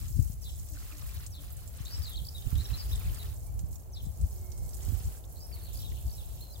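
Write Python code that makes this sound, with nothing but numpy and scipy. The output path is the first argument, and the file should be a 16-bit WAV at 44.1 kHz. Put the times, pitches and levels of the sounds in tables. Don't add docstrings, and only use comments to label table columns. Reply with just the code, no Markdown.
import sys
import numpy as np
from scipy import signal
from scipy.fft import rfft, irfft, next_fast_len
from scipy.io import wavfile
from scipy.ndimage import uniform_filter1d

SR = 44100
rng = np.random.default_rng(int(sys.argv[2]) if len(sys.argv) > 2 else 0)


def to_wav(sig):
    pcm = np.clip(np.atleast_2d(sig), -1, 1) * 32767
    pcm = np.round(pcm).astype(np.int16)
    wavfile.write(sys.argv[1], SR, pcm.T)


def boost(x):
    u = np.asarray(x, float) / 20
    return 10 ** u


N = 291060

# (time [s], spray level [dB], share caught by leaves [dB])
FLOW = [(0.0, -57.5, -1.5), (.3, -58.5, -4), (1.1, -58, -3), (1.55, -60, -9), (1.95, -58.5, -3),
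        (2.35, -57.5, -8), (2.6, -56, -5), (3.2, -55, -10), (3.4, -61, -6.5), (3.9, -67, -5.5),
        (4.25, -59.5, -6.5), (4.55, -61.5, -5.5), (4.95, -56, -3), (5.3, -62.5, -3.5), (5.5, -60, -12),
        (5.75, -59, -7), (6.6, -59.5, -3.5)]
# (time [s], length [s], change [dB])
FLOW_SWINGS = [
    (0.342, 0.073, -5),
    (1.261, 0.14, -4.5),
    (1.51, 0.29, -2),
    (3.714, 0.054, 3.5),
    (3.843, 0.083, -2.5),
    (4.024, 0.032, 5),
    (5.211, 0.083, -5),
    (5.728, 0.1, 3.5),
    (6.42, 0.15, -2),
]
# (time [s], length [s], splash level [dB])
SOIL_GAPS = [
    (0.0, 0.074, -67),
    (0.752, 0.53, -66.5),
    (1.335, 0.35, -68.5),
    (1.72, 0.4, -65.5),
    (2.478, 0.85, -67.5),
    (4.79, 0.4, -72.5),
    (5.505, 0.19, -74.5),
    (5.728, 0.088, -88),
]
# (time [s], length [s], fizz level [dB])
PUDDLE_HITS = [
    (5.662, 0.21, -61.5),
    (5.895, 0.12, -61.5),
    (6.005, 0.236, -67),
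    (6.21, 0.28, -66.5),
]
# (frequency [Hz], level [dB])
SPRAY_COLOUR = [(2650, -24), (4500, -2.5), (5000, -18), (6130, -5), (9650, 1.5), (12100, 2.5), (13600, 1.5),
                (15100, 4), (15900, 1.5)]
# (frequency [Hz], level [dB])
SPLASH_COLOUR = [(470, -18), (800, -15), (1020, -8), (1250, -6), (1630, -9), (2410, -8.5), (4600, -7.5),
                 (6500, -16), (11000, -120)]
# (frequency [Hz], level [dB])
LEAF_COLOUR = [(2200, -30), (3500, -20), (4500, -10), (5200, -3), (6500, -1), (7900, 2), (10000, -16)]
# (frequency [Hz], level [dB])
FIZZ_COLOUR = [(1800, -30), (2500, -5.5), (3200, -2), (4200, -2), (5400, -22)]
# (time [s], peak [dB], pitch [Hz], left-right [dB])
LEAF_DROPS = [(0.081, -43, 6980, -1), (0.6868, -46.5, 7350, 25), (1.144, -41, 12700, -2),
              (1.2635, -37, 7460, -3), (1.5046, -46, 7940, -8), (1.5244, -42, 13600, -11),
              (1.5683, -42.5, 8460, -8), (1.6759, -41, 7500, -10), (1.7686, -44.5, 10200, -1),
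              (1.8512, -40.5, 7050, -5), (2.0288, -42, 13200, -4.5), (2.0946, -38.5, 12600, -4),
              (2.5034, -42, 13500, -3), (2.5825, -43, 12200, 16), (2.9562, -38, 8000, -7),
              (2.9941, -37, 14100, -2), (3.1203, -47, 13100, 0), (3.1443, -38.5, 8060, -7),
              (3.4658, -43.5, 8700, -24.5), (3.5916, -40, 7200, -6), (4.2126, -43, 7800, -17),
              (4.518, -41.5, 6000, -13), (4.576, -42, 8000, -20), (4.6907, -42.5, 7800, -15),
              (4.7445, -38, 8000, -12), (4.8294, -40, 7900, -15), (4.972, -43, 12900, -13),
              (5.4655, -45, 11200, -19), (5.7448, -45, 12400, -15), (6.169, -43, 10400, -8),
              (0.1979, -44, 8150, -3), (0.2753, -45, 7800, -3), (0.331, -46, 14500, 1),
              (0.596, -46, 6600, -2), (1.878, -45, 14000, -6), (2.131, -47, 7750, -3),
              (2.347, -49, 10900, -8), (2.409, -44, 14400, 0), (3.184, -42, 12500, -6),
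              (4.054, -46.5, 8000, -11), (5.324, -50, 11900, -11), (5.6925, -46, 13900, -8),
              (5.798, -42, 14500, -8), (6.407, -43, 13600, -6)]
# (time [s], peak [dB], pitch [Hz], left-right [dB])
LEAF_TICKS = [(0.3202, -46, 6470, 2), (0.7347, -43, 7010, 0.5), (1.0136, -47, 5450, 7),
              (2.0188, -46.5, 4730, 4.0), (2.4224, -46, 3770, -4), (2.5541, -39.5, 3580, -3),
              (3.0944, -45, 2990, -5), (3.2874, -53, 4790, -2), (3.709, -52, 6760, -1),
              (3.7283, -45, 7500, -4.0), (3.7563, -43.5, 6900, -3), (3.7944, -54, 7150, -1.5),
              (4.3574, -55, 5330, -6), (4.3929, -65, 7260, -4.0), (4.7074, -47, 6420, -3.5),
              (4.7328, -45, 5490, -2), (4.7681, -45, 7200, -2.5), (4.805, -50, 3170, -9),
              (4.8893, -48, 6590, -7), (5.7324, -45, 7360, -4)]
# (time [s], peak [dB], pitch [Hz], left-right [dB])
PUDDLE_PLOPS = [(0.7696, -43, 1470, 5), (0.823, -42.5, 1250, -7), (0.9223, -39, 2360, -4),
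                (1.1994, -47, 1460, 5), (2.5162, -38.5, 1230, -2), (2.7018, -43, 2610, 2.0),
                (4.8229, -49, 1930, 3.5), (5.239, -47, 3580, -3), (5.5139, -46, 2280, 0),
                (5.5677, -47, 2130, 0), (5.9194, -44, 1830, -3), (0.76, -50, 1700, 3),
                (0.781, -56, 1360, 3), (0.826, -48, 2050, 1), (0.86, -54, 2350, -4), (1.02, -41, 1120, -3),
                (1.09, -46, 2430, 2), (0.915, -48, 2650, -5)]

# (time [s], first pitch [Hz], level [dB])
PHRASES = dict(chirp=[(.41, 6270, -44.5), (1.304, 6470, -43), (3.918, 6410, -45)], rise=[(1.853, 3990, -44),
           (5.358, 4220, -55)], climb=[(1.9, 4600, -45.5), (5.4, 4950, -47.5)], hum=[(1.918, 5400, -42),
           (1.955, 4050, -63), (5.61, 4420, -56), (5.79, 5500, -50), (5.79, 4000, -53.5), (6.12, 5500, -50),
           (2.785, 4700, -46.5)], scold=[(2.346, 3800, -43), (5.845, 3760, -47)],
           tumble=[(6.177, 4050, -53.5)], hook=[(2.019, 5510, -44)], slide=[(5.522, 4700, -48.5)],
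           flick=[(2.155, 3620, -43), (5.652, 3790, -55)], pipe=[(2.731, 3960, -42)],
           jab=[(2.653, 2820, -44)], ringing=[(.442, 3670, -52), (.442, 4150, -51.5), (1.336, 3760, -53),
           (1.336, 4140, -57), (3.95, 3730, -55), (3.95, 4140, -55.5)], rasp=[(2.249, 4770, -39.5),
           (5.753, 4940, -42.5), (6.078, 4760, -49)], zigzag=[(2.913, 3100, -42)],
           whistle=[(2.632, 3650, -54), (6.408, 3910, -47.5)], held=[(6.448, 4130, -61.5)],
           grate=[(2.775, 5150, -41.5)], buzz=[(2.575, 3610, -42.5)], churr=[(2.09, 3850, -49.5),
           (2.115, 3500, -42.5), (5.8, 3500, -52), (2.9, 5600, -51), (1.6, 5600, -62), (3.19, 4050, -47.5)],
           up=[(3.04, 2260, -52.5)], down=[(3.004, 2750, -54.5), (3.058, 2760, -54.5),
           (6.547, 4150, -55.5)], tick=[(2.645, 5750, -45), (3.168, 5130, -54), (6.53, 5130, -54)])
# (length [s], from [Hz], to [Hz], level [dB], sweeps [1/s], 0
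SYLLABLE_NOTES = dict( rise=[(.037, 3950, 4350, 0, 82), (.013, 4500, 4700, -6, 80)],
               hook=[(.011, 5500, 4800, -6, 0), (.022, 4850, 4550, -3, 0), (.011, 4600, 3600, 2, 0),
               (.028, 4300, 3550, 0, 0)], slide=[(.034, 4750, 4300, 0, 0), (.05, 4100, 3700, -7, 100)],
               flick=[(.008, 3650, 4500, 1, 0), (.005, 4500, 4500, -30, 0), (.015, 4500, 3500, 0, 0),
               (.022, 3500, 3100, -4, 200)], zigzag=[(.014, 3200, 4150, -4, 0), (.012, 4200, 3500, 0, 0),
               (.005, 3600, 4200, -5, 0), (.006, 3400, 3400, -30, 0), (.013, 4050, 3100, -2, 0)],
               whistle=[(.008, 3900, 4220, -5, 0), (.03, 4230, 4230, 0, 0)], pipe=[(.024, 3950, 4150, 0, 0),
               (.007, 4200, 3700, -1, 0)], jab=[(.006, 2850, 3900, 0, 0), (.008, 3900, 3800, -4, 0)],
               ringing=[(.012, 3800, 3660, -7, 0), (.024, 3680, 3520, 0, 0), (.035, 3620, 3560, -9, 140),
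               (.04, 3640, 3580, -14, 0)], held=[(.016, 4200, 4180, 1, 0), (.03, 4200, 4180, -2, 0),
               (.04, 4150, 4220, 2, 0)], grate=[(.014, 5300, 5150, -2, 200), (.032, 5150, 5000, 1, 140)],
               buzz=[(.02, 3650, 3950, -4, 160), (.027, 3950, 4250, 0, 200)],
               churr=[(.044, 3900, 3600, 0, 190)], up=[(.016, 2200, 2700, 0, 0)],
               down=[(.021, 2750, 2050, 0, 0)], tick=[(.02, 5600, 4950, 0, 0)])
# (length [s], from [Hz], to [Hz], level [dB], sweeps [1/s], 0 = pure slur)
MORE_NOTES = dict(climb=[(.065, 4500, 5050, 0, 190)], hum=[(.045, 4400, 4420, 0, 210)],
               rasp=[(.05, 4700, 4950, -1, 58)], scold=[(.018, 3800, 3900, 0, 0),
               (.03, 3800, 3350, -1, 120), (.1, 3050, 2950, -16, 110)], tumble=[(.014, 4050, 3850, 0, 0),
               (.028, 3800, 3250, -1, 0)])
# (length [s], from [Hz], to [Hz], level [dB], sweeps [1/s])
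CHIRP_NOTES = dict(chirp=[(.014, 6300, 6100, -18, 0), (.024, 5700, 4600, -4, 190),
              (.034, 4050, 3700, -4, 330), (.022, 3500, 3000, -5, 160)])
# (time [s], length [s], from [Hz], to [Hz], level [dB])
HEN_NOTES = [(0.695, 0.075, 315, 295, -57), (0.912, 0.085, 310, 290, -57), (1.37, 0.09, 290, 272, -58),
             (0.82, 0.28, 1220, 1250, -66), (4.3, 0.4, 362, 376, -62), (4.68, 0.45, 374, 388, -61),
             (2.3, 0.5, 385, 405, -65), (2.8, 0.22, 400, 425, -66), (3.05, 0.25, 430, 420, -65),
             (4.33, 0.44, 2180, 2150, -75), (3.46, 0.05, 2320, 2300, -75)]

# (time [s], level [dB], left-right [dB])
BREEZE = [(0.0, -40.5, 8), (.45, -46.5, 1.5), (1.3, -47.5, 1.5), (1.9, -47, 2.5), (2.4, -46, -4),
          (3.3, -43.5, 3), (3.9, -49, 1), (4.6, -43.5, -4), (5.3, -51.5, -1), (5.8, -43, -1.5),
          (6.6, -49.5, -2)]
# (peak time [s], half length [s], level [dB], left-right [dB])
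GUST_SWELLS = [(0.01, 0.023, -39, 7), (0.191, 0.11, -31, 31), (0.533, 0.018, -40, -20),
               (1.989, 0.1, -43, 26), (2.202, 0.069, -38.5, -23), (2.474, 0.013, -25, -25),
               (2.578, 0.086, -31, -13), (2.732, 0.055, -32.5, -23), (2.937, 0.15, -39, 2),
               (3.091, 0.09, -34.5, 1.5), (3.3, 0.062, -43, -20), (3.63, 0.15, -40, -26),
               (4.068, 0.078, -37.5, 1.5), (4.233, 0.059, -32.5, 7), (4.643, 0.061, -41.5, -7),
               (4.917, 0.11, -33.5, -28), (5.067, 0.058, -37, 2), (5.907, 0.061, -40.5, 0),
               (6.065, 0.045, -37.5, 8)]
# (time [s], peak [dB], pitch [Hz], left-right [dB])
EDDIES = [(0.169, -28.5, 77.5, 26), (0.19, -16.5, 80, 34), (0.213, -24, 57, 26), (0.298, -31.5, 76.5, 16),
          (1.804, -32, 71, 25), (2.22, -40, 85, -1), (2.455, -35, 76, -32), (2.527, -25.5, 108, -20),
          (3.119, -40, 67, 8.5), (3.637, -25, 55.7, -28), (4.067, -34.5, 121, 21), (4.882, -24, 64.4, -29),
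          (4.922, -24, 76, -20), (5.005, -35.5, 62, 0), (5.863, -40, 72, 7)]
# (frequency [Hz], level [dB])
WIND_COLOUR = [(12, -41), (25, -17.5), (40, -2.5), (55, 7.0), (100, -0.5), (140, -13.0), (200, -22.5),
               (350, -33.5), (700, -66.0)]
# (time [s], level [dB])
TRAFFIC = [(0.0, -66), (0.39, -64), (2.52, -60), (3.1, -56.5), (3.38, -59), (3.9, -60), (4.78, -57),
           (6.6, -58.5)]
# (frequency [Hz], level [dB])
TRAFFIC_COLOUR = [(88, -7), (150, 0.5), (169, -13.5), (304, -19), (363, -19), (389, -18.5), (709, -14),
                  (1540, -30), (2500, -43.5), (3250, -35.5), (5500, -120)]
# (frequency [Hz], level [dB])
TYRE_COLOUR = [(150, -5.5), (350, 6.0), (700, 1.0), (1500, -5.5)]
# (frequency [Hz], level [dB])
AIR_COLOUR = [(700, -11), (1200, -3.5), (2300, 0.5), (4500, -3.5), (8000, -36)]
# (frequency [Hz], left-right [dB])
PORT_COLOUR = [(60, 0), (110, 4.5), (200, 3), (380, 1), (700, 0.5), (1290, 1), (2380, 3.5), (4400, 0.5),
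               (8120, -2.5), (15000, -8.5)]


def colour(x, points):
    size = next_fast_len(N + 4096)
    hz, db = np.transpose(points)
    bins_hz = np.linspace(1, SR / 2, size // 2 + 1)
    gain = boost(np.interp(np.log(bins_hz), np.log(hz), db))
    cepstrum = irfft(np.log(gain), size)
    cepstrum[1:(size + 1) // 2] *= 2
    cepstrum[size // 2 + 1:] = 0
    return irfft(rfft(x, size) * np.exp(rfft(cepstrum)), size)[..., :N]


def rms_one(x):
    return x / np.sqrt(np.mean(x ** 2) + 1e-20)


def in_time(rows):
    s, *columns = np.transpose(rows)
    return [np.interp(np.arange(N) / SR, s, c) for c in columns]


def drift(rate):
    r = np.exp(-80 * np.pi * rate / SR)
    slow = signal.lfilter([1], [1, -2 * r, r * r], rng.standard_normal(N // 40 + 2002))
    slow = slow[2000:]
    return np.interp(np.arange(N) / 40, np.arange(len(slow)), rms_one(slow))


def sides(pan_db):
    left = boost(np.asarray(pan_db))
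    gains = [left, left ** 0] / np.sqrt((left ** 2 + 1) / 2)
    return np.reshape(gains, (2, -1))


def hiss(flicker_db, rate):
    return rng.standard_normal((2, N)) * boost(flicker_db * drift(rate))


def add(out, s, pitch, level):
    at = round(s * SR)
    tone = level * np.sin(2 * np.pi * np.cumsum(pitch) / SR)
    out[at:at + len(pitch)] += tone[:N - at]


def swell(length, edge):
    along = np.linspace(0, 1, round(length * SR))
    return along, np.clip(np.minimum(along, 1 - along) / edge, 0, 1)


def water():
    flow_db, caught_db = in_time(FLOW)
    spray_db = flow_db + swings()
    leaf_db = spray_db + caught_db
    mist = hiss(1.5, 22) + boost(-2.5) * patter(2000, 3.7, 6500, 15500, 14, clump_db=3.5)
    leaves = hiss(1, 20) + boost(-1) * patter(1000, 3.3, 4000, 8500, 20, clump_db=4)
    slop = hiss(2, 15) + boost(-4) * patter(1500, 2.3, 700, 5000, 30, clump_db=2)
    out = boost(spray_db + 5.5) * rms_one(colour(mist, SPRAY_COLOUR))
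    out += boost(leaf_db + 4.0) * rms_one(colour(leaves, LEAF_COLOUR))
    out += boost(swings() + 6.5) * splash_level(flow_db) * rms_one(colour(slop, SPLASH_COLOUR))
    out += boost([[-1.0], [-6.0]]) * snaps(LEAF_DROPS, width=1.12, decay_s=0.0091)
    out += boost(-8) * snaps(PUDDLE_PLOPS, width=1.054, decay_s=0.0067)
    out += boost(-5.0) * snaps(LEAF_TICKS, width=1.09, decay_s=0.0075)
    return out


def swings():
    steps = np.zeros(N)
    for s, length, change_db in FLOW_SWINGS:
        steps[round(s * SR):round((s + length) * SR)] += change_db
    return uniform_filter1d(steps, size=500)


def splash_level(flow_db):
    sheltered_db, follows = -21, 2.53
    gain = boost(-61.0 + sheltered_db + follows * (flow_db + 60.5))
    for s, length, db in SOIL_GAPS:
        gain[round(s * SR):round((s + length) * SR)] += boost(db)
    return uniform_filter1d(gain, size=3000)


def ring(clicks, hz, cycles):
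    r = boost(-60 * hz / (cycles * SR))
    w = 2 * np.pi * hz / SR
    return signal.lfilter([0, np.sin(w)], [1, -2 * r * np.cos(w), r * r], clicks + 1e-18)


def patter(per_s, spread_db, low_hz, high_hz, cycles, clump_db):
    sizes = boost(spread_db * np.minimum(rng.exponential(1, N), 5)) * rng.choice([-1, 1], N)
    clumps = boost(clump_db * (.6 * drift(9) + drift(25)))
    landed = rng.random(N) < per_s * clumps / SR
    dealt = rng.integers(0, 20, N)
    lags = rng.integers(-22, 12, 20)
    out = np.zeros((2, N))
    for k, hz in enumerate(np.geomspace(low_hz, high_hz, 20)):
        rung = ring(sizes * landed * (dealt == k), hz, cycles)
        rung = rms_one(rung) * np.sqrt(hz)
        out += [rung, np.roll(rung, lags[k])]
    return rms_one(out)


def snaps(events, width, decay_s):
    out = np.zeros((2, N))
    time = np.arange(int(.04 * SR)) / SR
    fade = np.exp(-time / decay_s) + 0.48 * np.exp(-time / 0.000083)
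    bursts = rng.standard_normal((len(events), 2, len(time)))
    for (s, peak_db, hz, pan_db), burst in zip(events, bursts):
        edges = np.clip([hz / width, hz * width], 10, .45 * SR)
        snap = signal.sosfilt(signal.butter(1, edges, "band", fs=SR, output="sos"), burst)
        at = round(s * SR)
        out[:, at:at + len(time)] += boost(peak_db) * sides(pan_db) * snap / np.std(snap) * fade
    return out


def puddle():
    gain = np.zeros(N)
    for s, length, db in PUDDLE_HITS:
        gain[round(s * SR):round((s + length) * SR)] += boost(db)
    fizz = hiss(3.5, 18) + patter(1500, 2.5, 2700, 4600, 25, clump_db=2)
    return uniform_filter1d(gain, size=1500) * rms_one(colour(fizz, FIZZ_COLOUR))


def warbler():
    out = np.zeros(N)
    syllables = SYLLABLE_NOTES | MORE_NOTES | CHIRP_NOTES
    waver = drift(60)
    quaver = 1 + .009 * drift(150)
    for name, times in PHRASES.items():
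        notes = syllables[name]
        for s, first_hz, sung_db in times:
            key = first_hz / notes[0][1]
            for length, from_hz, to_hz, db, beats in notes:
                along, envelope = swell(length, .08 if beats else .2)
                here = slice(round(s * SR), round(s * SR) + len(along))
                pitch = key * (from_hz + (to_hz - from_hz) * along) * quaver[here]
                if beats:
                    turns = along * length * beats + .001 * beats * waver[here]
                    beat = np.clip(turns % 1 / min(.8, .008 * beats), 0, 1)
                    depth = min(.33, 210 / beats ** 1.5)
                    pitch *= 1 + np.sign(to_hz - from_hz) * depth * (beat ** 1.6 - .4)
                    envelope *= np.sin(np.pi * beat ** .75)
                add(out, s, pitch, boost(sung_db + db) * envelope)
                s += length
    return out * boost(1.8 * drift(150) + 1.5 * drift(25))


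def hens():
    out = np.zeros(N)
    octave_db = -7.5
    for s, length, from_hz, to_hz, db in HEN_NOTES:
        along, envelope = swell(length, .2)
        pitch = from_hz + (to_hz - from_hz) * along
        add(out, s, pitch, boost(db) * envelope)
        add(out, s, 2 * pitch, boost(db + octave_db) * envelope)
    return out * boost(2.5 * drift(12))


def garden(x):
    t60_s, haze_db, echo_db = .5, -41, -20
    time = np.arange(int(.5 * SR)) / SR
    fade = boost(-60 * time / t60_s + haze_db) * (time > .003)
    haze = rng.standard_normal((2, len(time))) * fade
    for echo_s in (.037, .093):
        haze[:, round(echo_s * SR)] += boost(echo_db)
    return signal.fftconvolve(x[None], haze, axes=1)[:, :N]


def wind():
    lumps = rng.standard_normal((2, N)) * boost([1.5 * drift(14), 1.5 * drift(14)])
    out = boost(7.0) * blowing() * rms_one(colour(lumps, WIND_COLOUR))
    pushes = np.zeros((2, N))
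    time = np.arange(int(.06 * SR)) / SR
    for s, peak_db, hz, pan in EDDIES:
        push = np.sin(2 * np.pi * 1.25 * hz * time) * np.exp(-time * hz / .6)
        at = round(s * SR)
        pushes[:, at:at + len(time)] += (boost(peak_db + 7.5) * sides(pan) * push)[:, :N - at]
    out += signal.sosfilt(signal.butter(2, [45, 300], "band", fs=SR, output="sos"), pushes)
    return .36 * np.tanh(out / .36)


def blowing():
    level_db, pan_db = in_time(BREEZE)
    power = (boost(level_db) * sides(pan_db)) ** 2
    for s, half, db, pan in GUST_SWELLS:
        along = np.clip((np.arange(N) / SR - s) / half, -1, 1)
        power += (boost(db) * sides(pan) * np.cos(np.pi / 2 * along) ** 2) ** 2
    return np.sqrt(power)


def road():
    hum = colour(rng.standard_normal(N), TYRE_COLOUR)
    hum = hiss(0.34, 11.0) + [hum, np.roll(hum, shift=14)]
    air = colour(rng.standard_normal((2, N)), AIR_COLOUR)
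    traffic = boost(in_time(TRAFFIC)[0] + 3.0) * rms_one(colour(hum, TRAFFIC_COLOUR))
    return traffic + boost(-76.0) * rms_one(air)


def scene():
    bird = boost(.5) * warbler()
    hen = boost(-.7) * hens()
    direct = np.array([bird, boost(-1) * np.roll(bird, shift=22)]) + hen
    return direct + garden(bird + hen) + water() + puddle() + road() + wind()


def low_pass(x):
    return signal.sosfilt(signal.butter(12, 17020, fs=SR, output="sos"), x)


def record(dry):
    left = colour(dry[0], [(hz, .5 * db) for hz, db in PORT_COLOUR])
    right = colour(dry[1], [(hz, -.5 * db) for hz, db in PORT_COLOUR])
    top_hz = 15850
    top_cut = signal.ellip(14, .5, 70, top_hz, fs=SR, output="sos")
    mix = signal.sosfilt(top_cut, [left, right])
    return low_pass(mix)


dry = scene()
out = record(dry)
to_wav(out)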